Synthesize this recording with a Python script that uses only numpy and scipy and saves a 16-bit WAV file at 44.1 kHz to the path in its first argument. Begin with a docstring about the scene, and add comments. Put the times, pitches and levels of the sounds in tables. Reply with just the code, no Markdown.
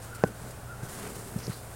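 """A pony paws a hollow in a sandy yard, heard in mono over a low hum and faint outdoor noise.
First flung sand hisses, a distant bird whistles and the hoof scrapes the soil. One sharp knock follows,
a brief contact exciting damped modes, and clods patter after it. The bird calls again; a soft thud
brings a long spray of sand, more scraping and a slide of loose earth. Last the hoof digs and lands
in dull thuds with gritty rasps, and the sand settles."""
import sys
import numpy as np
from scipy import signal
from scipy.fft import rfft, irfft
from scipy.io import wavfile
from scipy.ndimage import uniform_filter1d

SR = 44100
rng = np.random.default_rng(int(sys.argv[2]) if len(sys.argv) > 2 else 0)


def wrap_up_sound(samples):
    """Save the sound to the file named by the first command line argument, as 16-bit audio."""
    columns = np.atleast_2d(samples).T
    # keep every value between -1 and 1, then stretch to whole-number steps
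    tamed = np.clip(columns, -1, 1)
    steps = np.round(tamed * 32767).astype(np.int16)
    wavfile.write(sys.argv[1], SR, steps)


N = 77175

# partials of the hum (frequency [Hz], level [dB])
HUM_PARTIALS = [(58.5, -53), (119.6, -49)]
# spectrum of the outdoor noise (frequency [Hz], relative level [dB])
AIR_SPECTRUM = [(25, -2), (55, -5.5), (85, 4), (130, 3), (200, -4), (300, -8), (480, -5.5), (750, -5.5),
                (1050, -11), (1450, -10), (2100, -18.5), (3500, -23.5), (6000, -24), (9000, -19),
                (12000, -25.5), (16000, -26)]
# sprays of sand (peak time [s], level [dB], rise [s], hold [s], fall [s])
SAND_SPRAYS = [(0.032, -50.5, 0.021, 0.016, 0.075), (0.153, -47.5, 0.0062, 0.0059, 0.012),
               (0.279, -51, 0.067, 0.0043, 0.017), (0.38, -53.5, 0.037, 0.13, 0.038),
               (0.837, -49, .01, .02, 0.037), (0.891, -46.5, 0.0081, 0.26, 0.84),
               (1.047, -55.5, 0.12, .1, .15), (1.52, -50.5, 0.036, .015, 0.085),
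               (1.73, -55, 0.032, 0.0056, 0.15)]
# spectrum of landing sand (frequency [Hz], relative level [dB])
SAND_SPECTRUM = [(1000, 3), (3000, -6), (4800, -3.5), (6500, -2.5), (8500, 2), (10000, 0), (12500, -5),
                 (16000, -10.5)]
# bursts of grit (peak time [s], level [dB])
GRIT_BURSTS = [(.024, -51), (.046, -43.5), (0.151, -48), (.275, -43.5), (0.51, -44.5), (0.896, -41),
               (0.941, -44.5), (1.026, -45), (1.073, -45)]
# spectrum of grit (frequency [Hz], relative level [dB])
GRIT_SPECTRUM = [(1500, 0), (4000, -7), (8500, 3), (13000, -6), (16000, -9)]
# bird calls (start time [s], level [dB], gain of the closing lift [dB])
BIRD_CALLS = [(.08, -49, -3), (0.673, -48, -8.5)]
# contour of one call (time from its start [s], pitch [Hz], relative level [dB])
CALL_CONTOUR = [(0, 1250, -5), (0.036, 1405, 1), (0.076, 1384, 1), (.115, 1360, 0.5), (.155, 1570, 3.5),
                (0.199, 1480, 2), (0.234, 1320, -20)]
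# strokes through the soil (peak time [s], level [dB], rise [s], fall [s])
SCRAPE_STROKES = [(.09, -52, 0.011, .012), (0.197, -53, 0.026, 0.023), (.93, -58, 0.091, 0.061),
                  (1.055, -47, 0.089, 0.049), (1.43, -52, 0.043, 0.078), (1.52, -46, 0.022, 0.014),
                  (1.716, -50, 0.0044, 0.012)]
# spectrum of scraped soil (frequency [Hz], relative level [dB])
SCRAPE_SPECTRUM = [(150, -14), (500, -2), (1200, 2.5), (2200, -0.5), (3500, -7), (6000, -18.5),
                   (15000, -42)]
# hoof blows (time [s], gain [dB], contact time [ms], mode frequency ratio [1])
HOOF_BLOWS = [(.238, -6, 0.47, 1.022), (0.242, -14.5, 2.55, 1.5), (0.2644, -20.5, 3.7, 0.96),
              (0.8308, -16, 4.7, 0.91), (1.3594, -8.5, 4.5, 1.25), (1.387, -26, 3.6, 0.83),
              (1.479, -18, 2.5, 0.98), (1.4943, -12, 4.3, 1.01)]
# modes of hoof on packed earth (frequency [Hz], relative level [dB], 60 dB decay time [s])
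IMPACT_MODES = [(178, -5.5, 0.03), (473, -2.5, 0.019), (600, -6.5, 0.021), (755, -10.5, 0.025),
                (1000, -15.5, 0.024), (1340, -7.5, 0.0054), (1620, -11, 0.0084), (2480, -16, 0.012)]
# showers of small clods (peak time [s], level [dB], rise [s], fall [s])
CLOD_SHOWERS = [(0.278, -42, 0.039, 0.06), (.46, -47, .04, 0.043), (1.071, -44, 0.21, 0.2),
                (1.49, -47.5, 0.22, 0.084)]
# spectrum of landing clods (frequency [Hz], relative level [dB])
CLOD_SPECTRUM = [(45, -5.5), (110, -21), (190, 4.5), (300, -7.5), (440, -2.5), (800, -17), (1600, -19),
                 (5000, -49.5)]
# slides of loose earth (peak time [s], level [dB], rise [s], fall [s])
EARTH_SLIDES = [(1.06, -46.5, 0.04, .06), (1.17, -49, 0.11, 0.23), (1.52, -58, 0.077, 0.12)]
# spectrum of sliding earth (frequency [Hz], relative level [dB])
SLIDE_SPECTRUM = [(120, -49), (290, -14), (380, 0), (440, 3.5), (520, -12), (750, -13.5), (1100, -14.5),
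                  (4000, -54)]
# thin gritty rasps (peak time [s], level [dB], rise [s], fall [s], frequency ratio [1])
RASP_STROKES = [(1.389, -48.5, .004, 0.029, 0.97), (1.444, -45.5, 0.016, 0.025, 1.0),
                (1.469, -41, .002, 0.0021, 0.9), (1.535, -52, 0.038, 0.072, 0.79)]
# spectrum of a rasp at ratio 1 (frequency [Hz], relative level [dB])
RASP_SPECTRUM = [(2000, -26), (4000, -16), (4650, -6), (5900, -4), (6500, -9), (12000, -40)]


def undb(db):
    """Amplitude ratio of a level in decibels."""
    return 10 ** (np.asarray(db) / 20)


def unit(x):
    """Normalisation to an rms of 1."""
    return x / np.sqrt(np.mean(x ** 2) + 1e-18)


def colour(x, spectrum):
    """Spectral shaping by (frequency [Hz], level [dB]) points, to an rms of 1."""
    hz, db = np.array(spectrum, float).T
    bin_hz = np.maximum(np.arange(N // 2 + 1) * SR / N, 1)
    gain = undb(np.interp(np.log(bin_hz), np.log(hz), db))
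    return unit(irfft(rfft(x) * gain, N))


def drift(rate_hz):
    """Smoothed random steps: a modulation with a spread near 1."""
    width = max(int(SR / rate_hz), 1)
    steps = rng.standard_normal(2048)[np.arange(N) // width % 2048]
    return 1.3 * uniform_filter1d(uniform_filter1d(steps, width), width)


def grains(spectrum, per_s=5600, spread_db=4):
    """Shot noise: tiny random impacts, a few much stronger than the rest, share one spectrum."""
    size = undb(spread_db * np.minimum(rng.exponential(size=N), 5))
    strikes = rng.random(N) < per_s / SR
    polarity = np.sign(rng.standard_normal(N))
    return colour(strikes * size * polarity, spectrum)


def swell(t, at, db, rise, fall, hold=0):
    """Envelope with a Gaussian rise, a hold and an exponential decay."""
    return undb(db) * np.exp(-(np.minimum(t - at, 0) / rise) ** 2 - np.maximum(t - at - hold, 0) / fall)


def swells(t, rows):
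    """Incoherent addition: overlapping bursts sum in power."""
    return np.sqrt(sum(swell(t, *row) ** 2 for row in rows))


def background(t):
    """Random amplitude and frequency modulation make a low hum waver over broadband outdoor noise."""
    hum = np.zeros(N)
    for hz, db in HUM_PARTIALS:
        gain = undb(db + 1.3 * drift(10.3))
        phase = 2 * np.pi * hz * np.cumsum(1 + 0.0181 * drift(8.15)) / SR
        hum += gain * unit(np.sin(phase))
    air = colour(rng.standard_normal(N), AIR_SPECTRUM)
    return hum + air * undb(-45 + 0.25 * drift(9.1))


def sand(t, crossover_hz=7400, settle_s=0.46):
    """Dense impacts merge into hiss; coarse grains land first, so the lower band decays sooner."""
    fine_power, coarse_power = np.zeros((2, N))
    for at, db, rise, hold, fall in SAND_SPRAYS:
        flow = swell(t, at, db, rise, fall, hold)
        age = np.maximum(t - at - hold, 0)
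        fine_power += flow ** 2
        coarse_power += (flow * np.exp(-age / settle_s)) ** 2
    hiss = grains(SAND_SPECTRUM, per_s=20000, spread_db=2.5)
    coarse = signal.sosfiltfilt(signal.butter(2, crossover_hz, fs=SR, output="sos"), hiss)
    fine = hiss - coarse
    flicker = undb(1.46 * drift(90.64))
    return (coarse * np.sqrt(coarse_power) + fine * np.sqrt(fine_power)) * flicker


def grit(t, rise_s=0.002, fall_s=0.005):
    """Pinches of coarse sand strike almost at once, giving broadband transients."""
    return grains(GRIT_SPECTRUM) * swells(t, [(at, db, rise_s, fall_s) for at, db in GRIT_BURSTS])


def bird(t, jitter=0.028, flutter_db=3):
    """A whistle holds its note, lifts and drops; rapid random modulation makes it slightly hoarse."""
    age, pitch_hz, level_db = np.array(CALL_CONTOUR).T
    in_lift = age > 0.4 * age[-1]
    out = np.zeros(N)
    for at, db, lift_db in BIRD_CALLS:
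        hz = np.interp(t - at, age, pitch_hz) * (1 + jitter * drift(300))
        phase = 2 * np.pi * np.cumsum(hz) / SR
        tone = unit(np.sin(phase) * undb(flutter_db * drift(118.1)))
        envelope = np.interp(t - at, age, undb(level_db + lift_db * in_lift), left=0, right=0)
        out += undb(db) * tone * envelope
    return out


def tree_echo(x, echo_db=-8, decay_s=0.3):
    """Diffuse reflection from the edge of the wood adds an exponentially decaying tail."""
    age = np.arange(SR) / SR
    tail = rng.standard_normal(len(age)) * np.exp(-age / decay_s)
    return x + undb(echo_db) * signal.fftconvolve(x, tail / np.linalg.norm(tail))[:N]


def scrapes(t):
    """Friction noise: the dragging hoof sets off many small collisions in gritty soil."""
    return grains(SCRAPE_SPECTRUM) * swells(t, SCRAPE_STROKES)


def hoof(t, crack_hz=6160, crack_decay_s=0.00096, low_cut_hz=100.6):
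    """Impacts excite damped modes; a longer contact is duller, and only a brief one cracks."""
    age = t[:SR // 10]
    crack_band = signal.butter(2, [0.6 * crack_hz, 1.2 * crack_hz], "band", fs=SR, output="sos")
    out = np.zeros(N)
    for at, db, contact_ms, ratio in HOOF_BLOWS:
        ring = sum(undb(mode_db) * np.sin(2 * np.pi * hz * ratio * age) * undb(-60 * age / t60)
                   for hz, mode_db, t60 in IMPACT_MODES)
        force = np.sin(np.pi * np.minimum(age * 1e3 / contact_ms, 1)) ** 2
        thud = signal.fftconvolve(ring, force / force.sum())[:len(age)]
        noise = signal.sosfilt(crack_band, rng.standard_normal(len(age)))
        hardness = np.exp(-2 * contact_ms ** 2)
        crack = 0.2667 * hardness * noise * np.exp(-age / crack_decay_s)
        out += undb(db) * np.interp(t - at, age, thud + crack, left=0, right=0)
    return signal.sosfilt(signal.butter(3, low_cut_hz, "high", fs=SR, output="sos"), out)


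def clods(t):
    """Falling clods patter as sparser shot noise with its energy at low frequencies."""
    return grains(CLOD_SPECTRUM, per_s=1200, spread_db=1) * swells(t, CLOD_SHOWERS)


def slides(t):
    """Granular flow: loose earth runs down the side of the hollow with a low band of noise."""
    return grains(SLIDE_SPECTRUM) * swells(t, EARTH_SLIDES)


def rasps(t):
    """Brief friction on grit gives a narrow treble band, transposed for each stroke."""
    out = np.zeros(N)
    for at, db, rise, fall, ratio in RASP_STROKES:
        spectrum = [(hz * ratio, band_db) for hz, band_db in RASP_SPECTRUM]
        out += grains(spectrum) * swell(t, at, db, rise, fall)
    return out


def scene():
    """Superposition: all sources add into one signal, the same in both channels."""
    t = np.arange(N) / SR
    mono = background(t) + sand(t) + grit(t) + tree_echo(bird(t))
    mono += scrapes(t) + hoof(t) + clods(t) + slides(t) + rasps(t)
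    return np.array([mono, mono])


def record(dry, cutoff_hz=15950):
    """Band limiting: a steep elliptic low-pass filter removes the highest treble."""
    return signal.sosfilt(signal.ellip(12, 0.1, 80, cutoff_hz, fs=SR, output="sos"), dry)


dry = scene()
out = record(dry)
wrap_up_sound(out)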